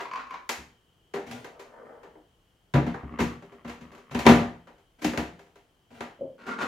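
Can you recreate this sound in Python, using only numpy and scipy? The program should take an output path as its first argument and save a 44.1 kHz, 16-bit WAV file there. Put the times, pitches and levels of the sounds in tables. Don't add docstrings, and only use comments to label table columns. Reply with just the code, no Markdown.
import sys
import numpy as np
from scipy import signal
from scipy.fft import rfft, irfft, next_fast_len
from scipy.io import wavfile
from scipy.ndimage import uniform_filter1d

SR = 44100
rng = np.random.default_rng(int(sys.argv[2]) if len(sys.argv) > 2 else 0)


def to_wav(sig):
    pcm = np.clip(np.atleast_2d(sig), -1, 1) * 32767
    pcm = np.round(pcm).astype(np.int16)
    wavfile.write(sys.argv[1], SR, pcm.T)


N = 294543
TOP_HZ = 15900
RING_TIME = np.arange(SR * 3 // 4) / SR

# (frequency [Hz], density [dB])
GRIT_COLOUR = [(150, -13), (400, -3.5), (1200, 6), (2700, -6.5), (4000, -11.5), (7000, -20.5), (9000, -39),
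               (15000, -40.5)]


def amp(db):
    return 10 ** (np.asarray(db) / 20)


def rms(x):
    return np.sqrt(np.mean(x ** 2) + 1e-20)


def along(points, hz):
    point_hz, values = np.transpose(points)
    return np.interp(np.log(hz + 1), np.log(point_hz), values)


def filtered(x, response):
    n = x.shape[-1]
    padded = next_fast_len(n + 8192)
    return irfft(rfft(x, padded) * response(np.fft.rfftfreq(padded, 1 / SR)), padded)[..., :n]


def add(track, s, sound):
    start = max(round(s * SR), 0)
    track[:, start:start + sound.shape[-1]] += sound[..., :N - start]


def ring(modes, scatter_db):
    hz, db, t60 = np.transpose(modes)[:, :, None]
    strength = amp(db + scatter_db * rng.standard_normal(hz.shape)) * (-1) ** np.arange(len(hz))[:, None]
    return np.sum(strength * amp(-60 * RING_TIME / t60) * np.sin(2 * np.pi * hz * RING_TIME), axis=0)


def diffuse(size):
    # (frequency [Hz], correlation [ratio])
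    correlation = [(120, 0.93), (250, 0.92), (500, 0.79), (1000, 0.29), (2000, 0.24), (4000, 0.57),
                   (10000, 0.18)]
    mid, side = rng.standard_normal((2, size))
    mid = filtered(mid, lambda hz: np.sqrt(1 + along(correlation, hz)))
    side = filtered(side, lambda hz: np.sqrt(1 - along(correlation, hz)))
    return np.array([mid + side, mid - side]) / np.sqrt(2)


def room_tail():
    # (frequency [Hz], t60 [s])
    decay_times = [(60, .48), (200, .41), (600, .4), (1500, .39), (4000, .37), (8000, .35), (15000, .3)]
    hz, t, spectrum = signal.stft(diffuse(len(RING_TIME)), SR, nperseg=256)
    decay = amp(-60 * t / along(decay_times, hz)[:, None])
    return signal.istft(spectrum * decay, SR, nperseg=256)[1][:, :len(RING_TIME)]


def in_room(x, wet_db):
    tail = room_tail()
    tail /= np.linalg.norm(tail[0])
    return x + amp(wet_db) * signal.fftconvolve(x[None], tail, axes=1)[:, :N]


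def room_tone(air_db, hiss_hz, hiss_db):
    # (frequency [Hz], density [dB])
    air_colour = [(15, -52), (25, -1.5), (179, -9.5), (222, -16), (392, -13.5), (604, -18.5), (812, -19),
                  (2200, -26), (3130, -29), (5520, -33), (6140, -33), (15800, -38.5)]
    air = filtered(diffuse(N), lambda hz: amp(along(air_colour, hz)))
    hiss = filtered(diffuse(N), lambda hz: np.exp(-((hz - hiss_hz) / 260) ** 2))
    drift = filtered(rng.standard_normal(N), lambda hz: np.exp(-(hz / 2) ** 2))
    swell_db = 1.6 * drift / rms(drift)
    return amp(air_db) * air / rms(air) + amp(hiss_db + swell_db) * hiss / rms(hiss)


def friction(strokes, colour, catches_per_s, casing_db, wet_db):
    # (frequency [Hz], width [Hz], level [dB])
    resonances = [(249.2, 26, 14.5), (378, 16, 4), (439, 23, 5.5), (1256, 87, -28), (1400, 170, 2),
                  (2020, 430, -2), (2800, 130, -6)]
    casing = lambda hz: sum(amp(db + casing_db) * 1j * hz * width / (f0 ** 2 - hz ** 2 + 1j * hz * width)
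                            for f0, width, db in resonances)
    catches = (rng.random(N) < catches_per_s / SR) * rng.standard_normal(N)
    grains = filtered(catches, lambda hz: amp(along(colour, hz)) * (1 + casing(hz)))
    t = np.arange(N) / SR
    arch = lambda u: np.maximum(4 * u * (1 - u), 0) ** 0.43
    effort = sum(amp(db) * arch((t - start) / length) for start, length, db in strokes)
    return in_room(grains / rms(grains) * effort, wet_db) / np.hypot(1, amp(wet_db))


def base_drag():
    # (start [s], length [s], level [dB])
    strokes = [(-0.02, 0.036, -29.5), (0.02, 0.033, -47.5), (0.165, 0.05, -39), (0.3, 0.078, -44.5)]
    return friction(strokes, GRIT_COLOUR, catches_per_s=1300, casing_db=-3.5, wet_db=3.5)


def slips(build_db=2, chatter_s=0.026, chatter_db=-14.5, fade_db=0.5):
    # (first slip [s], hardest slip [s], stop [s], sticking time [s], level [dB])
    pushes = [(0.002, 0.054, 0.094, 0.084, -31), (0.114, 0.157, 0.35, .022, -25),
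              (0.308, 0.341, 0.3, .033, -29.5)]
    rows = []
    for first, hardest, stop, stick_s, db in pushes:
        for k in range(round((hardest - first) / stick_s) + 1):
            rows.append((hardest - k * stick_s, db - k * build_db))
        for k in range(1, int((stop - hardest) / chatter_s) + 1):
            rows.append((hardest + (k + rng.uniform(0, .4)) * chatter_s, db + chatter_db - k * fade_db))
    return rows


def feet_judder(grit_db, grit_t60, rebound_db, wet_db):
    # (frequency [Hz], level [dB], t60 [s])
    foot_modes = [(1019, -4, 0.081), (1116, -1, 0.028), (1300, -9, 0.018), (1870, -13.5, 0.0094),
                  (2253, -11.5, 0.035), (2510, -16.5, 0.031)]
    out = np.zeros((1, N))
    for s, db in slips():
        stretch = np.exp(.05 * rng.standard_normal())
        chirp = ring([(hz * stretch, mode_db, t60) for hz, mode_db, t60 in foot_modes], scatter_db=1)
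        grit = amp(grit_db - 60 * RING_TIME / grit_t60) * rng.standard_normal(len(RING_TIME))
        grit = filtered(grit, lambda hz: amp(along(GRIT_COLOUR, hz)))
        add(out, s, amp(db) * (chirp + grit))
        add(out, s + .0075, amp(db + rebound_db) * chirp)
    return in_room(out[0], wet_db)


def registers(x):
    crossovers = [170, 330, 750, 1900, 4200]
    edges = [48, *crossovers, TOP_HZ]
    bands = [signal.sosfilt(signal.butter(3, pair, 'band', fs=SR, output='sos'), x)
             for pair in zip(edges, edges[1:])]
    return np.array([band / rms(band[:, :SR // 25]) for band in bands])


def knocks(crack_db, crack_t60, shell_db, boom_db, boom_t60, swell_s):
    # (time [s], rise [s], level [dB], weight [dB], hardness [dB], boom near [Hz])
    contacts = [(0.003, .003, -44.5, -18, 1.5, 400), (0.491, 0.00047, -37.5, -26.5, 12, 240),
                (0.58, 0.0052, -67, 16, -10, 66), (1.137, 0.0031, -38.5, -5, 0, 400),
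                (1.157, 0.0048, -40.5, -12, -7, 400), (1.265, 0.0069, -55, 4, 6, 240),
                (1.311, .0015, -49, -3, 8.5, 240), (1.444, .002, -46.5, -10, 2, 400),
                (1.594, 0.0042, -52, -15.5, 5.5, 400), (2.031, 0.0027, -53.5, -10, -2.5, 400),
                (2.153, .0015, -57, -9, -19, 310), (2.738, 0.0017, -30.5, 5.5, -3, 129),
                (2.752, 0.003, -26.5, -3.5, -11, 129), (2.864, 0.0043, -38, 3.5, -5.5, 240),
                (2.942, 0.0011, -42, -41, -7, 240), (3.031, .001, -49.5, 7, -18, 66),
                (3.108, 0.0095, -52, 6.5, -14, 240), (3.188, 0.005, -30.5, -8, -3, 240),
                (3.202, 0.0024, -36, 10.5, 5, 240), (3.422, .0015, -53.5, -2, -2, 400),
                (3.52, .003, -57, -1.5, -2, 390), (3.646, 0.0054, -47, -0.5, -3.5, 240),
                (3.676, 0.0065, -48, -1, 2.5, 240), (3.695, 0.0017, -47, -14, 3, 240),
                (3.808, 0.0062, -55.5, 6, 2, 240), (3.949, 0.0009, -58, -18, 4, 400),
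                (4.11, 0.0068, -46.5, -3.5, 2, 129), (4.146, .0025, -34, 0.5, 0, 240),
                (4.19, 0.0011, -37, -3.5, 5, 240), (4.252, 0.0056, -28.5, -0.5, -3, 240),
                (4.2645, .0008, -14.5, -7.5, -2, 240), (4.287, 0.0052, -22, 6, 0, 240),
                (4.353, 0.0031, -33.5, -23, -2, 240), (4.405, 0.0043, -36, -0.5, -8.5, 240),
                (4.671, 0.0032, -54, -17, -3, 240), (5.018, 0.0063, -45.5, -1.5, 7.5, 310),
                (5.044, 0.0014, -33, 4.5, 6, 310), (5.071, 0.0027, -45.5, 10, -13, 310),
                (5.134, .0015, -40.5, -16, -2, 310), (5.174, 0.00062, -32.5, 0, 2, 240),
                (5.391, 0.0025, -56.5, -8, 2.5, 400), (5.912, .005, -62.5, -4, -4.5, 240),
                (6.006, 0.00053, -38.5, -10.5, -1, 240), (6.465, 0.0057, -48, 0, 2, 400),
                (6.612, 0.0059, -37.5, -13, 0.5, 240)]
    # (frequency [Hz], level [dB], t60 [s])
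    shell_modes = [(69.4, -4, 0.36), (139.4, 2.5, 0.074), (171.8, -6.5, 0.52), (238.85, 3.5, 0.4),
                   (292.5, -11, 0.29), (306.2, -2.5, 0.32), (397, 2, 0.24), (477.6, -4, 0.44),
                   (536, -2.5, 0.27), (581.5, -4.5, .36), (698.5, -3.5, 0.39), (779, -5.5, 0.38),
                   (908, -9, 0.39), (975, 3.5, 0.27), (1042, -0.5, 0.15), (1190, -4, .35),
                   (1368, -1.5, 0.21), (1554, 9, 0.038), (1670, -8.5, 0.098), (1866, -14.5, 0.28),
                   (2150, -17, 0.25), (2170, -19.5, 0.33), (2690, -6, 0.35), (3097, -8.5, 0.35),
                   (3650, -22, 0.068)]
    # (frequency [Hz], density [dB])
    clatter_colour = [(30, -33), (55, -8), (130, 1), (250, 5), (500, 0), (640, -0.5), (900, 5), (1500, 1.5),
                      (2600, 0.5), (3600, -6), (5000, -12.5), (6800, -11), (8600, -21), (12000, -20),
                      (16000, -28.5)]
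    # (level [dB], weight share [ratio], hardness share [ratio], change for jar alone [dB])
    register_mix = [(-3.5, 1.0, -0.12, -9), (1, 0.93, 0, 0), (-0.5, 0.0081, -0.07, 2.5),
                    (-1.67, -0.13, 0.22, -0.5), (-4.5, 0.041, 0.88, -1), (-14, 0.03, 1.34, 0)]
    out, t = np.zeros((2, N)), RING_TIME
    for s, rise_s, level_db, weight_db, hard_db, boom_hz in list(contacts) + jar_rattles():
        jar_alone = boom_hz > 280
        bands_db = level_db + np.dot(register_mix, [1, weight_db, hard_db, jar_alone])
        shelf_db = 0.46 * min(bands_db[-1] - bands_db[-2] + 6, 0)
        colour = lambda hz: amp(along(clatter_colour, hz) + shelf_db * hz ** 4 / (hz ** 4 + 8000 ** 4))
        crack = amp(crack_db - 60 * t / crack_t60) * diffuse(len(t))
        clatter = filtered(crack + room_tail(), colour)
        shell = amp(shell_db) * ring(shell_modes, scatter_db=-2)
        onset = 1 - np.exp(-(t / rise_s) ** 2)
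        bands = registers(onset * (clatter + shell))
        add(out, s - rise_s / 2, np.tensordot(amp(bands_db), bands, 1))
        mode_hz = min((hz for hz, _, _ in shell_modes), key=lambda hz: abs(hz - boom_hz))
        mode_db = level_db + boom_db + 0.6 * weight_db
        swell = 1 - np.exp(-t / swell_s)
        add(out, s, amp(mode_db - 60 * t / boom_t60) * swell * np.sin(2 * np.pi * mode_hz * t))
    return out


def hand_grip():
    # (start [s], length [s], level [dB])
    strokes = [(1.25, 0.18, -46.5), (4.98, .04, -50), (5.9, .11, -49)]
    # (frequency [Hz], density [dB])
    colour = [(47, -47), (80, -30), (127, -5), (197, -39), (246, -13.5), (350, -32), (382, -15), (757, -11),
              (1200, -23.5), (2600, -24.5), (15500, -44.5)]
    return friction(strokes, colour, catches_per_s=630, casing_db=0.5, wet_db=17.5)


def cord_trail():
    # (start [s], length [s], level [dB])
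    strokes = [(1.46, 0.33, -53), (1.72, 0.27, -48), (1.98, 0.13, -54)]
    # (frequency [Hz], density [dB])
    colour = [(59, -52), (100, -15.5), (205, -25), (238, -7.5), (340, -11.5), (460, 3), (633, -4),
              (922, -7), (1850, -18), (3020, -41), (9000, -47), (11700, -84), (19800, -120)]
    return friction(strokes, colour, catches_per_s=670, casing_db=-8.5, wet_db=4.5)


def rim_rub():
    # (start [s], length [s], level [dB])
    strokes = [(2.95, 0.4, -49), (3.2, .15, -55), (3.42, 0.43, -57), (3.8, 0.51, -55)]
    # (frequency [Hz], density [dB])
    colour = [(24, -46), (40, -17.5), (117, -8.5), (245, -9.5), (304, -12.5), (527, -10), (829, -17.5),
              (1160, -2), (1500, -18.5), (1870, -14.5), (2870, -22), (3550, -35.5), (7450, -50.5),
              (8590, -57.5), (12000, -66.5), (15600, -73), (22000, -120)]
    return friction(strokes, colour, catches_per_s=130, casing_db=0.5, wet_db=0)


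def jar_rattles(gap_s=0.098, rise_s=0.0025, scatter_db=3.5, weight_db=-9, hard_db=3, boom_hz=400):
    # (start [s], end [s], level [dB])
    spells = [(3.862, 4.051, -58.5), (4.737, 4.799, -67), (5.41, 5.601, -65)]
    rows = []
    for start, end, db in spells:
        count = max(round((end - start) / gap_s), 1)
        for k in range(count):
            s = start + (end - start) * (k + rng.uniform(.2, .8)) / count
            level_db = db - scatter_db * rng.standard_normal()
            rows.append((s, rise_s, level_db, weight_db, hard_db, boom_hz))
    return rows


def finger_squeak(start_s, hold_s, level_db, fade_db_per_s, pitch_hz, sag_hz_per_s):
    # (frequency [Hz], density [dB])
    flutter_colour = [(40, -31.5), (130, -10), (250, -4.5), (420, -6), (620, -4), (800, -24), (1500, -47.5),
                      (5000, -79.5)]
    t = np.arange(N) / SR - start_s
    creep = ((t > -0.019) & (t < 0)) * amp(-15)
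    slip = (t >= 0) * amp(-fade_db_per_s * np.maximum(t - hold_s, 0))
    envelope = amp(level_db) * uniform_filter1d(creep + slip, size=160)
    phase = 2 * np.pi * np.cumsum(pitch_hz - sag_hz_per_s * t) / SR
    waver = filtered(rng.standard_normal(N), lambda hz: np.exp(-(hz / 70) ** 2))
    tone = np.sqrt(2) * amp(2 * waver / rms(waver)) * np.sin(phase)
    flutter = filtered(rng.standard_normal(N), lambda hz: amp(along(flutter_colour, hz)))
    return in_room(envelope * (tone + amp(-3) * flutter / rms(flutter)), wet_db=-10.5)


def seat_scrape():
    # (start [s], length [s], level [dB])
    strokes = [(6.38, 0.081, -47.5), (6.458, .095, -33.5), (6.582, 0.055, -28), (6.63, 0.11, -32)]
    # (frequency [Hz], density [dB])
    colour = [(29, -71), (50, -43), (196, -7), (232, -4.5), (310, -19), (385, -10.5), (891, -11),
              (1370, -3.5), (1660, -13), (6690, -33.5), (15500, -57.5)]
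    return friction(strokes, colour, catches_per_s=1500, casing_db=-4, wet_db=2)


def scene():
    blows = knocks(crack_db=5.5, crack_t60=0.034, shell_db=-16.5, boom_db=18, boom_t60=0.2, swell_s=0.017)
    feet = feet_judder(grit_db=-2.5, grit_t60=0.0522, rebound_db=-14, wet_db=0)
    sliding = base_drag() + hand_grip() + cord_trail() + rim_rub() + seat_scrape()
    finger = finger_squeak(start_s=6.21, hold_s=0.039, level_db=-36, fade_db_per_s=226,
                           pitch_hz=557, sag_hz_per_s=300)
    still = room_tone(air_db=-66.5, hiss_hz=3083, hiss_db=-76)
    return (blows + feet + sliding + finger + still) * amp([[.7], [-.7]])


def record(dry):
    thinned = signal.sosfilt(signal.butter(2, 32, 'high', fs=SR, output='sos'), dry)
    rounded = thinned / (1 + np.abs(thinned / .97) ** 8) ** (1 / 8)
    return filtered(rounded, lambda hz: hz < TOP_HZ)


dry = scene()
out = record(dry)
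to_wav(out)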